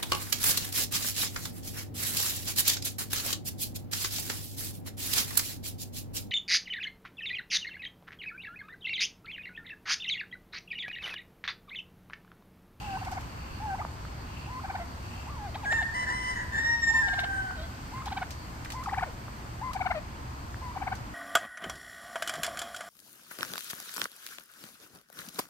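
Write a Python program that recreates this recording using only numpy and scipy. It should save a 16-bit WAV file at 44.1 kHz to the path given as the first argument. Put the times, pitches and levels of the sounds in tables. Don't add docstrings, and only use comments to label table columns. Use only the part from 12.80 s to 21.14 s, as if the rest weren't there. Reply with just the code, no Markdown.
import sys
import numpy as np
from scipy import signal
from scipy.fft import rfft, irfft
from scipy.io import wavfile
from scipy.ndimage import uniform_filter1d

SR = 44100
rng = np.random.default_rng(int(sys.argv[2]) if len(sys.argv) > 2 else 0)


def transcribe(signal):
    frames = np.atleast_2d(signal).T
    limited = np.clip(frames, -1, 1)
    pcm = np.round(limited * 32767).astype(np.int16)
    wavfile.write(sys.argv[1], SR, pcm)


N = 367794
TIME = np.arange(N) / SR
FREQ = np.fft.rfftfreq(N, 1 / SR)
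TOP_HZ = 15600

# (time [s], lift of the high overtones [dB])
BEAK_OPENING = [(0, -17), (2.0, -8.5), (2.76, 3), (3.0, 6.5), (4.35, 7.5), (5.3, 10), (5.43, -7), (6.1, -9),
                (7.0, -9.5), (8.1, -10)]

LOW_REGISTER, BREAK_S = .908, .008


def undb(db):
    return 10 ** (np.asarray(db) / 20)


def unit(x):
    return x / np.sqrt(np.mean(x ** 2))


def curves(rows, t):
    s, *columns = np.transpose(rows)
    return [np.interp(t, s, c) for c in columns]


def colour(points, hz):
    f, value = np.transpose(points)
    return np.interp(np.log(hz + 1), np.log(f), value)


def band(x, hz, width_hz):
    return signal.lfilter(*signal.iirpeak(hz, hz / width_hz, fs=SR), x)


def walk(rate, size=N):
    k = max(int(SR / rate), 1)
    held = np.repeat(rng.standard_normal(size // k + 1), k)
    return 1.298 * uniform_filter1d(uniform_filter1d(held, k), k)[:size]


def add(track, start_s, x):
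    i = max(int(start_s * SR), 0)
    track[..., i:i + x.shape[-1]] += x[..., :N - i]


def ports(x, lead_ms, pan_db):
    def port(side):
        shifted = np.interp(TIME + side * lead_ms / 1000 / 2, TIME, x)
        return shifted * undb(side * pan_db / 2)
    return np.array([port(1), port(-1)])


def yard(x, t60, gap_s, dull_hz):
    t = TIME[:SR]
    onset = np.clip(t / gap_s - 1, 0, 1)
    echoes = rng.standard_normal((2, SR)) * undb(-60 * t / t60) * onset
    echoes /= np.sqrt(np.sum(echoes ** 2, axis=1, keepdims=True))
    echoes = signal.lfilter(*signal.butter(1, min(dull_hz, SR / 3), fs=SR), echoes)
    return signal.fftconvolve(x[None], echoes, axes=1)[:, :N]


def wash(points, db, flicker_db, treble_db=0):
    # (frequency [Hz], correlation [-1..1])
    likeness = [(25, 0.92), (60, 1), (130, 0.86), (290, 0.84), (640, -0.022), (1400, -0.44), (3100, 0.37),
                (7000, -0.31), (14000, 0.46)]
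    # (frequency [Hz], left minus right [dB])
    lean = [(300, 0), (900, 1.5), (2300, -1.5), (3700, -2.5), (4700, 3.5), (6500, 4), (9000, -1)]
    alike = np.clip(colour(likeness, FREQ), -1, 1)
    noise = rfft(rng.standard_normal((2, N)))
    mid, side = noise * np.sqrt([1 + alike, 1 - alike]) * undb(colour(points, FREQ))
    left = undb(colour(lean, FREQ) / 2)
    spectrum = np.array([(mid + side) * left, (mid - side) / left])
    octave = np.log2(FREQ + 1)
    low, high = np.log2(points[0][0]), np.log2(points[-1][0])
    out = np.zeros((2, N))
    for k in np.arange(low, high + 1):
        one_band = irfft(spectrum * np.maximum(1 - abs(octave - k), 0), N)
        out += one_band * undb(flicker_db * walk(6) + treble_db * (2 ** k > 3000))
    return undb(db) * unit(out)


def far_bird():
    # (time of the middle [s], length [s], level [dB])
    far_calls = [(.075, .3, -49.5), (.713, .6, -56), (1.602, .26, -52.5), (2.373, .26, -52.5)]
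    trill_hz = 44
    swells = sum(undb(db) * np.exp(-(2 * (TIME - s) / length) ** 2) for s, length, db in far_calls)
    pulses = 1 + .45 * np.sin(2 * np.pi * np.cumsum(trill_hz * (1 + .25 * walk(25))) / SR)
    noise = rng.standard_normal((2, N))
    return swells * pulses * unit(band(band(noise, 2680, 420), 2680, 420))


def pump():
    # (mean frequency [Hz], middle level [dB])
    hum_lines = [(60, -53), (119, -53), (1042, -65.5)]
    hum = np.zeros(N)
    for hz, db in hum_lines:
        phase = 2 * np.pi * np.cumsum(hz + 1.53 * walk(9)) / SR
        hum += np.sqrt(2) * undb(db + 1.8 * walk(2.6)) * np.sin(phase)
    return hum


def insects():
    noise = rng.standard_normal((2, N))
    level_db = np.interp(TIME, [0, 8.3], [-62, -68]) + 3 * walk(25)
    return unit(band(band(noise, 4510, 400), 4510, 400)) * undb(level_db)


def garden():
    # (frequency [Hz], relative density [dB])
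    rumble = [(12, -44), (20, -9), (27, -11.5), (52, -4.5), (70, 0.5), (124, -6.5), (161, -10.5),
              (217, -12.5), (293, -14), (356, -18), (385, -20), (450, -25.5), (580, -54.5), (990, -120)]
    # (frequency [Hz], relative density [dB])
    air = [(260, -46), (450, -4), (900, 2.5), (1400, -1), (1700, -4), (2800, -11), (3700, -16.5),
           (4700, -13.5), (5400, -17), (8700, -19), (10500, -37.5), (12000, -23), (15500, -33.5),
           (17000, -56.5)]
    # (time [s], treble [dB])
    brightness = [(0, 3), (.7, 0.5), (2.4, 1), (3.2, 1.5), (5.5, 2), (8.3, 0.5)]
    treble_db, = curves(brightness, TIME)
    traffic = wash(rumble, db=-41.3, flicker_db=.4)
    moving_air = wash(air, db=-46.1, flicker_db=.7, treble_db=treble_db)
    return traffic + moving_air + pump() + insects() + far_bird()


def turkey():
    # (time [s], lead of the left port [ms], left minus right [dB])
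    bearing = [(0, -0.17, -0.5), (2, -0.15, 0.5), (2.8, -0.056, 1), (4.4, -0.094, 2), (5.35, -0.0705, -0.5),
               (6.15, 0.1, 2.37), (7.05, 0.15, 6), (8.1, 0.12, 4)]
    voice = held_peeps() + clucks() + slurs() + grunts() + yelps()
    direct = ports(voice, *curves(bearing, TIME))
    return direct + undb(-12.5) * yard(voice, t60=.34, gap_s=.0038, dull_hz=5000)


def syrinx(s, hz, db, rasp_db, jitter=.012, pure_db=-27, buzz_hz=700, clear_hz=900, flutter_db=1,
           breath_db=-14, rolloff_db=6, shrill_db=-6, scatter_db=2.5):
    # (frequency [Hz], gain [dB])
    throat = [(1000, 0), (1530, 9), (1800, 1), (2160, 10.5), (2600, -1), (2850, 2), (3200, -2), (3850, 1),
              (4400, -3), (5000, -15), (9000, -29)]
    size = len(hz)
    phase = 2 * np.pi * np.cumsum(hz * (1 + jitter * walk(500, size))) / SR
    slack = np.clip((clear_hz - hz) / (clear_hz - buzz_hz), 0, 1)
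    gape_db, = curves(BEAK_OPENING, s)
    overtones = np.zeros(size)
    for k in range(2, 9):
        lift_db = gape_db * np.clip(k * hz / 800 - 3, 0, 1) - rolloff_db * (1 - slack) * (k - 2)
        gain_db = colour(throat, k * hz) + lift_db + scatter_db * walk(150, size)
        overtones += undb(gain_db) * np.cos(k * phase) * (k * hz < TOP_HZ)
    rasp = undb(pure_db + slack * (rasp_db - pure_db) + 2.1 * walk(400, size))
    rasp = rasp + undb(shrill_db + gape_db / 2) * np.clip(hz / 1150 - 1, 0, .5)
    hiss = unit(band(band(rng.standard_normal(size), 2400, 2800), 2400, 2800))
    puffs = hiss * (1 + np.cos(phase)) / 2
    breath = undb(breath_db + gape_db) * np.sqrt(rasp) * puffs
    swell = undb(db + flutter_db * (1 - slack) * walk(350, size))
    ends = signal.windows.tukey(size, min(.0071 * SR / size, 1))
    return np.sqrt(2) * swell * ends * (np.sin(phase) + rasp * overtones + breath)


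def held_peeps(soft_start_db=-3, buzz_db=-13.5, pure_start_db=-14):
    # (start [s], length [s], scoop [s], early pitch [Hz], late pitch [Hz], closing flick [octaves],
    # level at the end before the flick's fade [dB], swell [dB])
    peeps = [(.01, .17, .035, 900, 764, .7, -33.5, 10.5), (.799, .16, .048, 1010, 758, .7, -32, 7.5),
             (1.67, .136, .035, 1000, 1015, .6, -39, 6.5), (4.1, .13, .05, 1020, 1030, -.25, -39.5, 1),
             (5.118, .11, .025, 985, 1060, .5, -39, 3.5), (5.931, .104, .025, 1031, 1018, .6, -39, 1),
             (6.812, .11, .025, 1045, 1015, .6, -37, -2), (7.811, .116, .02, 1080, 965, .6, -42, 2)]
    rest_hz, flick_s, flick_db = 760.7, .018, -6
    out = np.zeros(N)
    for s, length, scoop_s, early_hz, late_hz, flick_octaves, db, swell_db in peeps:
        t = np.arange(0, length, 1 / SR)
        scoop = np.clip(1 - t / scoop_s, 0, 1)
        flick = np.clip(1 - (length - t) / flick_s, 0, 1) ** 2
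        fresh = (1 - t / length) ** 2
        held_hz = late_hz + (early_hz - late_hz) * fresh
        hz = (held_hz + (rest_hz - held_hz) * scoop) * 2 ** (flick_octaves * flick)
        level_db = db + swell_db * (t / length - 1) + soft_start_db * scoop + flick_db * flick
        add(out, s, syrinx(s, hz, level_db, rasp_db=buzz_db + pure_start_db * fresh, pure_db=-23,
                           buzz_hz=690, clear_hz=860, rolloff_db=26))
    return out


LEAD_S, TRAIL_S = .0245, .022


def clucks():
    # (lowest point of the first cluck [s], clucks [count], first gap [s], settled pitch [Hz],
    # settled level [dB], rasp setting [dB], held back at the start [0-1], length factor [ratio],
    # squeak [dB])
    runs = [(.223, 4, .053, 728, -33.5, -12, 0, 1.15, -4), (1.849, 3, .054, 755, -32, -10, 0, 1.12, -2),
            (4.285, 4, .054, 710, -34, -8, 0, 1, -4), (5.274, 4, .052, 725, -31, -4, .85, 1, -4),
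            (6.081, 4, .052, 728, -26.5, -8, 1, 1, 4), (6.963, 4, .0518, 705, -27, -8, .5, 1.05, -1),
            (7.97, 4, .0538, 732, -29.5, -10, 0.53, .95, -3)]
    quicken, settle = .96, .38
    first_db, first_rasp_db, first_octaves = -3, -17, .129
    out = np.zeros(N)
    for s, count, gap_s, hz, db, rasp_db, held_back, stretch, squeak_db in runs:
        for k in range(round(count)):
            early = settle ** k
            restraint = held_back * early
            sound = cluck(s, hz * 2 ** (first_octaves * restraint), db + first_db * early,
                          rasp_db + first_rasp_db * restraint, squeak_db, stretch)
            add(out, s - LEAD_S * stretch, sound)
            s = s + gap_s * quicken ** k
    return out


def cluck(s, low_hz, db, rasp_db, squeak_db, stretch, flank_spread=.11, flank_scatter_db=3, taper=.2):
    # swoop time [s], height [octaves], steepness, fading [dB per octave]
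    swoop_down, swoop_up = (.021, 1.2, 2.1, -11), (.0115, .95, 2.2, -6)
    crack_s, crossing_s, jump_octaves, jump_db, crack_jitter = .0095, .0015, .45, -6, .13
    catch_s, catch_width_s, catch_db = .0155, .002, -6
    push_s, push_width_s, push_db, push_rasp_db = .003, .0105, 6.5, 11

    t = np.arange(-LEAD_S, TRAIL_S, 1 / (SR * stretch))
    easing = 1 - np.exp(-((t - push_s) / push_width_s) ** 2)
    cracked = (1 + np.tanh((t - crack_s) / crossing_s)) / 2
    uncaught = (1 + np.tanh((-t - catch_s) / crossing_s)) / 2
    catch = np.exp(-((t + catch_s) / catch_width_s) ** 2)
    octaves = jump_octaves * cracked
    swell_db = jump_db * cracked + squeak_db * (cracked + uncaught) - push_db * easing + catch_db * catch
    for away, swoop in ((-t, swoop_down), (t, swoop_up)):
        swoop_s, height, steep, fade_db = swoop
        height_chance, fade_chance = rng.standard_normal(2)
        rise = 1 - np.exp(-(np.maximum(away, 0) / swoop_s) ** steep)
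        flank = height * (1 + flank_spread * height_chance) * rise
        octaves = octaves + flank
        swell_db = swell_db + (fade_db + flank_scatter_db * fade_chance) * flank
    sound = syrinx(s, low_hz * 2 ** octaves, db + swell_db, rasp_db - 7 - push_rasp_db * easing,
                   jitter=.03 + crack_jitter * np.sin(np.pi * cracked), pure_db=-18.5, flutter_db=2.5,
                   buzz_hz=low_hz * 1.1, clear_hz=low_hz * 1.5)
    return (sound + undb(db) * splinter(s, t)) * signal.windows.tukey(len(t), min(taper, 1))


def splinter(s, t):
    late_s, width_s, db = .008, .0065, -18
    octaves_per_db = .03
    gape_db, = curves(BEAK_OPENING, s)
    hz = 2000 * 2 ** (octaves_per_db * gape_db)
    rasp = unit(band(band(rng.standard_normal(len(t)), hz, hz * .8), hz, hz * .8))
    return undb(db) * rasp * np.exp(-((t - late_s) / width_s) ** 2)


def clicks_and_pops(scrape_s=.023, knock_s=.0077, pop_s=.0006, knock_db=-8, tick_s=.003, tick_db=-2):
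    # (time [s], knock level before an 8 dB cut [dB],
    # bright scrape level [dB])
    clicks = [(0.2495, -35, -54), (0.3153, -37, -45.5), (.409, -36, -60), (2.921, -36, -48),
              (4.3988, -28.5, -53), (5.257, -31, -51), (5.5065, -35, -42.5), (5.8478, -30.5, -55),
              (5.9025, -27, -54), (5.92, -28.5, -42.5), (6.037, -34.5, -48), (6.933, -29, -48),
              (8.152, -47, -48)]
    # (time [s], level [dB], sine frequency [Hz])
    pops = [(1.0501, -21, 940), (1.252, -30, 1300), (4.708, -27, 1150), (5.18, -32, 1390),
            (5.859, -29.5, 1850), (6.482, -30.5, 1100), (7.744, -29.5, 1600)]
    out, t = np.zeros((2, N)), TIME[:SR // 20]

    def noise():
        return rng.standard_normal((2, len(t)))

    for s, peak_db, scrape_db in clicks:
        knock = unit(band(noise(), 1900, 2200)) * np.exp(-t / knock_s)
        scrape = unit(band(band(noise(), 5200, 4200), 4900, 4900)) * np.exp(-t / scrape_s)
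        tick = unit(band(noise(), 12500, 6000)) * np.exp(-t / tick_s)
        bright = scrape + undb(tick_db) * tick
        add(out, s, undb(peak_db + knock_db) * knock + undb(scrape_db) * bright)
    for s, db, hz in pops:
        burst = (t / pop_s) ** 2 * np.exp(2 * (1 - t / pop_s))
        add(out, s, undb(db) * np.sin(2 * np.pi * hz * t) * burst)
    return out


def slurs():
    # (time [s], pitch [Hz], level [dB])
    cracked_note = [(.981, 860, -44), (.997, 660, -37), (1.006, 830, -32), (1.014, 900, -37),
                    (1.016, 1280, -35), (1.026, 1150, -39), (1.028, 800, -43), (1.035, 700, -48)]
    # (time [s], pitch [Hz], level [dB])
    slurred_note = [(2.465, 740, -46), (2.505, 1210, -47), (2.55, 1120, -50.5), (2.595, 852, -44),
                    (2.66, 804, -39.5), (2.702, 619, -48)]
    out = np.zeros(N)
    for note in (cracked_note, slurred_note):
        t = np.arange(note[0][0], note[-1][0], 1 / SR)
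        add(out, t[0], syrinx(t[0], *curves(note, t), rasp_db=-20, pure_db=-23, rolloff_db=11))
    return out


def grunts(edge_db=-10):
    # (start [s], length [s], middle pitch [Hz], level in the middle [dB], glide [octaves])
    low_notes = [(1.98, .058, 688, -38, -.1), (4.755, .11, 645, -46, .2), (6.25, .05, 560, -45, -.7),
                 (7.139, 0.057, 604, -34, .03)]
    drop_s, drop_octaves = .007, .9
    out = np.zeros(N)
    for s, length, hz, db, glide in low_notes:
        t = np.arange(0, length, 1 / SR)
        along = 2 * t / length - 1
        octaves = drop_octaves * np.exp(-t / drop_s) + glide * along / 2
        add(out, s, syrinx(s, hz * 2 ** octaves, db + edge_db * along ** 2, rasp_db=-18, jitter=.035))
    return out


def yelps(leap_steep=2.8, arch=2.9, full_hz=880, slack_db=-12):
    # (start [s], length [s], pitch the leap aims for [Hz], mid-range level before the fade [dB])
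    yelp_notes = [(2.743, .12, 1310, -32.5), (2.913, .124, 1420, -31)]
    low_hz, leap_s, top_db, fade_db = 610, .022, -19, -6
    out = np.zeros(N)
    for s, length, top_hz, db in yelp_notes:
        t = np.arange(0, length, 1 / SR)
        height = (1 - np.exp(-(t / leap_s) ** leap_steep)) * (1 - (t / length) ** arch)
        hz = low_hz * (top_hz / low_hz) ** height
        pitch_points = [low_hz, (low_hz + full_hz) / 2, full_hz, (full_hz + top_hz) / 2]
        strength_db = np.interp(hz, pitch_points, [slack_db, 0, 0, top_db])
        ragged = np.exp(-t / leap_s)
        add(out, s, syrinx(s, hz, db + strength_db + fade_db * t / length, rasp_db=-21 + 9 * ragged,
                           jitter=.015 + .04 * ragged, pure_db=-21, buzz_hz=760, clear_hz=980,
                           shrill_db=6, scatter_db=4.5))
    return out


def rooster(echo_db=-6):
    # (start [s], length [s], time in the low register [s], high-register pitch [Hz],
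    # level in the middle [dB], swell [dB], roughness [0-1])
    syllables = [(2.848, .19, .06, 912, -26.5, 2, .3), (3.13, .135, .014, 1003, -29, -3, .45),
                 (3.258, .08, .04, 985, -28, 0, .7), (3.315, .25, .002, 1013, -31.5, 1, .3),
                 (3.55, .095, .002, 975, -29, -5, .85)]
    attack_s, release_share, edge_db, edge_rough, edge_sag = .024, .22, -15, .5, .03
    voice = np.zeros(N)
    for s, length, low_s, hz, db, swell_db, rough in syllables:
        t = np.arange(0, length, 1 / SR)
        release = np.clip(1 - (1 - t / length) / release_share, 0, 1)
        edge = np.maximum(1 - t / attack_s, release)
        register = np.interp(t, [low_s - BREAK_S / 2, low_s + BREAK_S / 2], [LOW_REGISTER, 1])
        pitch_hz = hz * register * (1 - edge_sag * release)
        level_db = db + swell_db * (t / length - .5) + edge_db * edge ** 2
        add(voice, s, crow(pitch_hz, level_db, rough + edge_rough * edge))
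    last_start_s = 3.71
    add(voice, last_start_s, last_note(last_start_s))
    echoes = yard(voice, t60=.85, gap_s=.015, dull_hz=8040)
    return ports(voice, lead_ms=.44, pan_db=.3) + undb(echo_db) * echoes


def crow(hz, db, rough, jitter=.014, sag=.04, rough_treble_db=-1, breath_db=-11, rattle_db=-8,
         rattle_ratio=.9, rattle_spread=.045, sputter_db=3, shimmer_db=3.5, full_hz=890, dull_db_per_hz=.09):
    # (frequency [Hz], gain [dB])
    beak = [(640, -9), (780, -11), (900, -15), (945, -11), (1020, -4), (1120, -10), (1250, -12),
            (1500, -3.5), (1850, 1.5), (2030, -4), (2300, -33), (2750, -34), (3040, -19), (3400, -29),
            (3700, -23), (4500, -37), (5050, -27), (5300, -32), (5580, -19), (6050, -30), (6480, -39),
            (6800, -24), (7050, -30), (7320, -21), (7750, -41), (8100, -24), (8350, -28), (8620, -19),
            (9150, -40), (10100, -45), (11500, -52)]
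    strain_from_hz, strain_full_hz, half_db, half_spread = 950, 1000, 1, .018

    size, rough = len(hz), np.clip(rough, 0, 1)
    slips = sag * rough * np.maximum(walk(260, size) - .2, 0)
    wobble = (.0012 + jitter * rough) * walk(1100, size)
    phase = 2 * np.pi * np.cumsum(hz * (1 - slips + wobble)) / SR
    treble_db = rough * rough_treble_db - dull_db_per_hz * np.maximum(full_hz - hz, 0)
    tone = np.zeros(size)
    for k in range(1, 13):
        upper_db = (k > 2) * (treble_db + shimmer_db * walk(14, size))
        tone += undb(colour(beak, k * hz) + upper_db) * np.sin(k * phase)
    doubled = phase + 2 * np.pi * np.cumsum(hz * half_spread * walk(500, size)) / SR
    halves = sum(undb(colour(beak, k * hz)) * np.sin(k * doubled) for k in np.arange(4.5, 10))
    strain = np.clip((hz - strain_from_hz) / (strain_full_hz - strain_from_hz), 0, 1)
    tone = tone + undb(half_db) * strain * halves
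    loose_hz = hz * rattle_ratio
    loose = 2 * np.pi * np.cumsum(loose_hz * (1 + rattle_spread * walk(420, size))) / SR
    rattle = sum(undb(colour(beak, k * loose_hz)) * np.sin(k * loose) for k in range(1, 11))
    voice = (1 - .5 * rough) * tone + undb(rattle_db) * rough * rattle
    hiss = rfft(band(rng.standard_normal(size), 900, 4000))
    breath = unit(irfft(hiss * undb(colour(beak, np.fft.rfftfreq(size, 1 / SR))), size))
    ends = signal.windows.tukey(size, min(.016 * SR / size, 1))
    sputter = sputter_db * rough * np.tanh(walk(200, size))
    swell = undb(db + sputter + .8 * walk(30.3, size))
    return ends * swell * (np.sqrt(2) * voice + undb(breath_db) * np.sqrt(rough) * breath)


def last_note(start_s):
    # (time [s], level [dB])
    high_part = [(3.71, -40), (3.73, -32), (3.785, -23.5), (3.822, -33), (3.862, -25), (3.95, -30),
                 (3.972, -40), (4.005, -38), (4.04, -23.5), (4.064, -37), (4.078, -24), (4.106, -22),
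                 (4.125, -33), (4.148, -22.5), (4.18, -22), (4.22, -26)]
    # (time [s], level [dB])
    low_part = [(4.235, -28), (4.3, -32), (4.39, -27.5), (4.465, -37), (4.51, -30), (4.585, -28.5),
                (4.63, -33), (4.71, -34), (4.75, -44)]
    break_s, end_s, top_hz, sag_hz_per_s = 4.222, 4.75, 962, 128
    hoarse_start, clearing_s, hoarse_end = .95, .12, .16
    scoop, droop, droop_s = .06, .05, .09
    t = np.arange(start_s, end_s, 1 / SR)
    age = t - start_s
    catching = np.exp(-(age / clearing_s) ** 2)
    failing = np.clip(1 - (end_s - t) / droop_s, 0, 1)
    register = np.interp(t, [break_s - BREAK_S / 2, break_s + BREAK_S / 2], [1, LOW_REGISTER])
    hz = (top_hz - sag_hz_per_s * age) * register * (1 - scoop * catching - droop * failing)
    db, = curves(high_part + low_part, t)
    return crow(hz, db, hoarse_start * catching + hoarse_end * (age / age[-1]) ** 2)


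def scene():
    return garden() + turkey() + clicks_and_pops() + rooster()


def record(dry):
    return signal.sosfilt(signal.ellip(8, .2, 70, TOP_HZ, fs=SR, output="sos"), dry)


dry = scene()
out = record(dry)
transcribe(out)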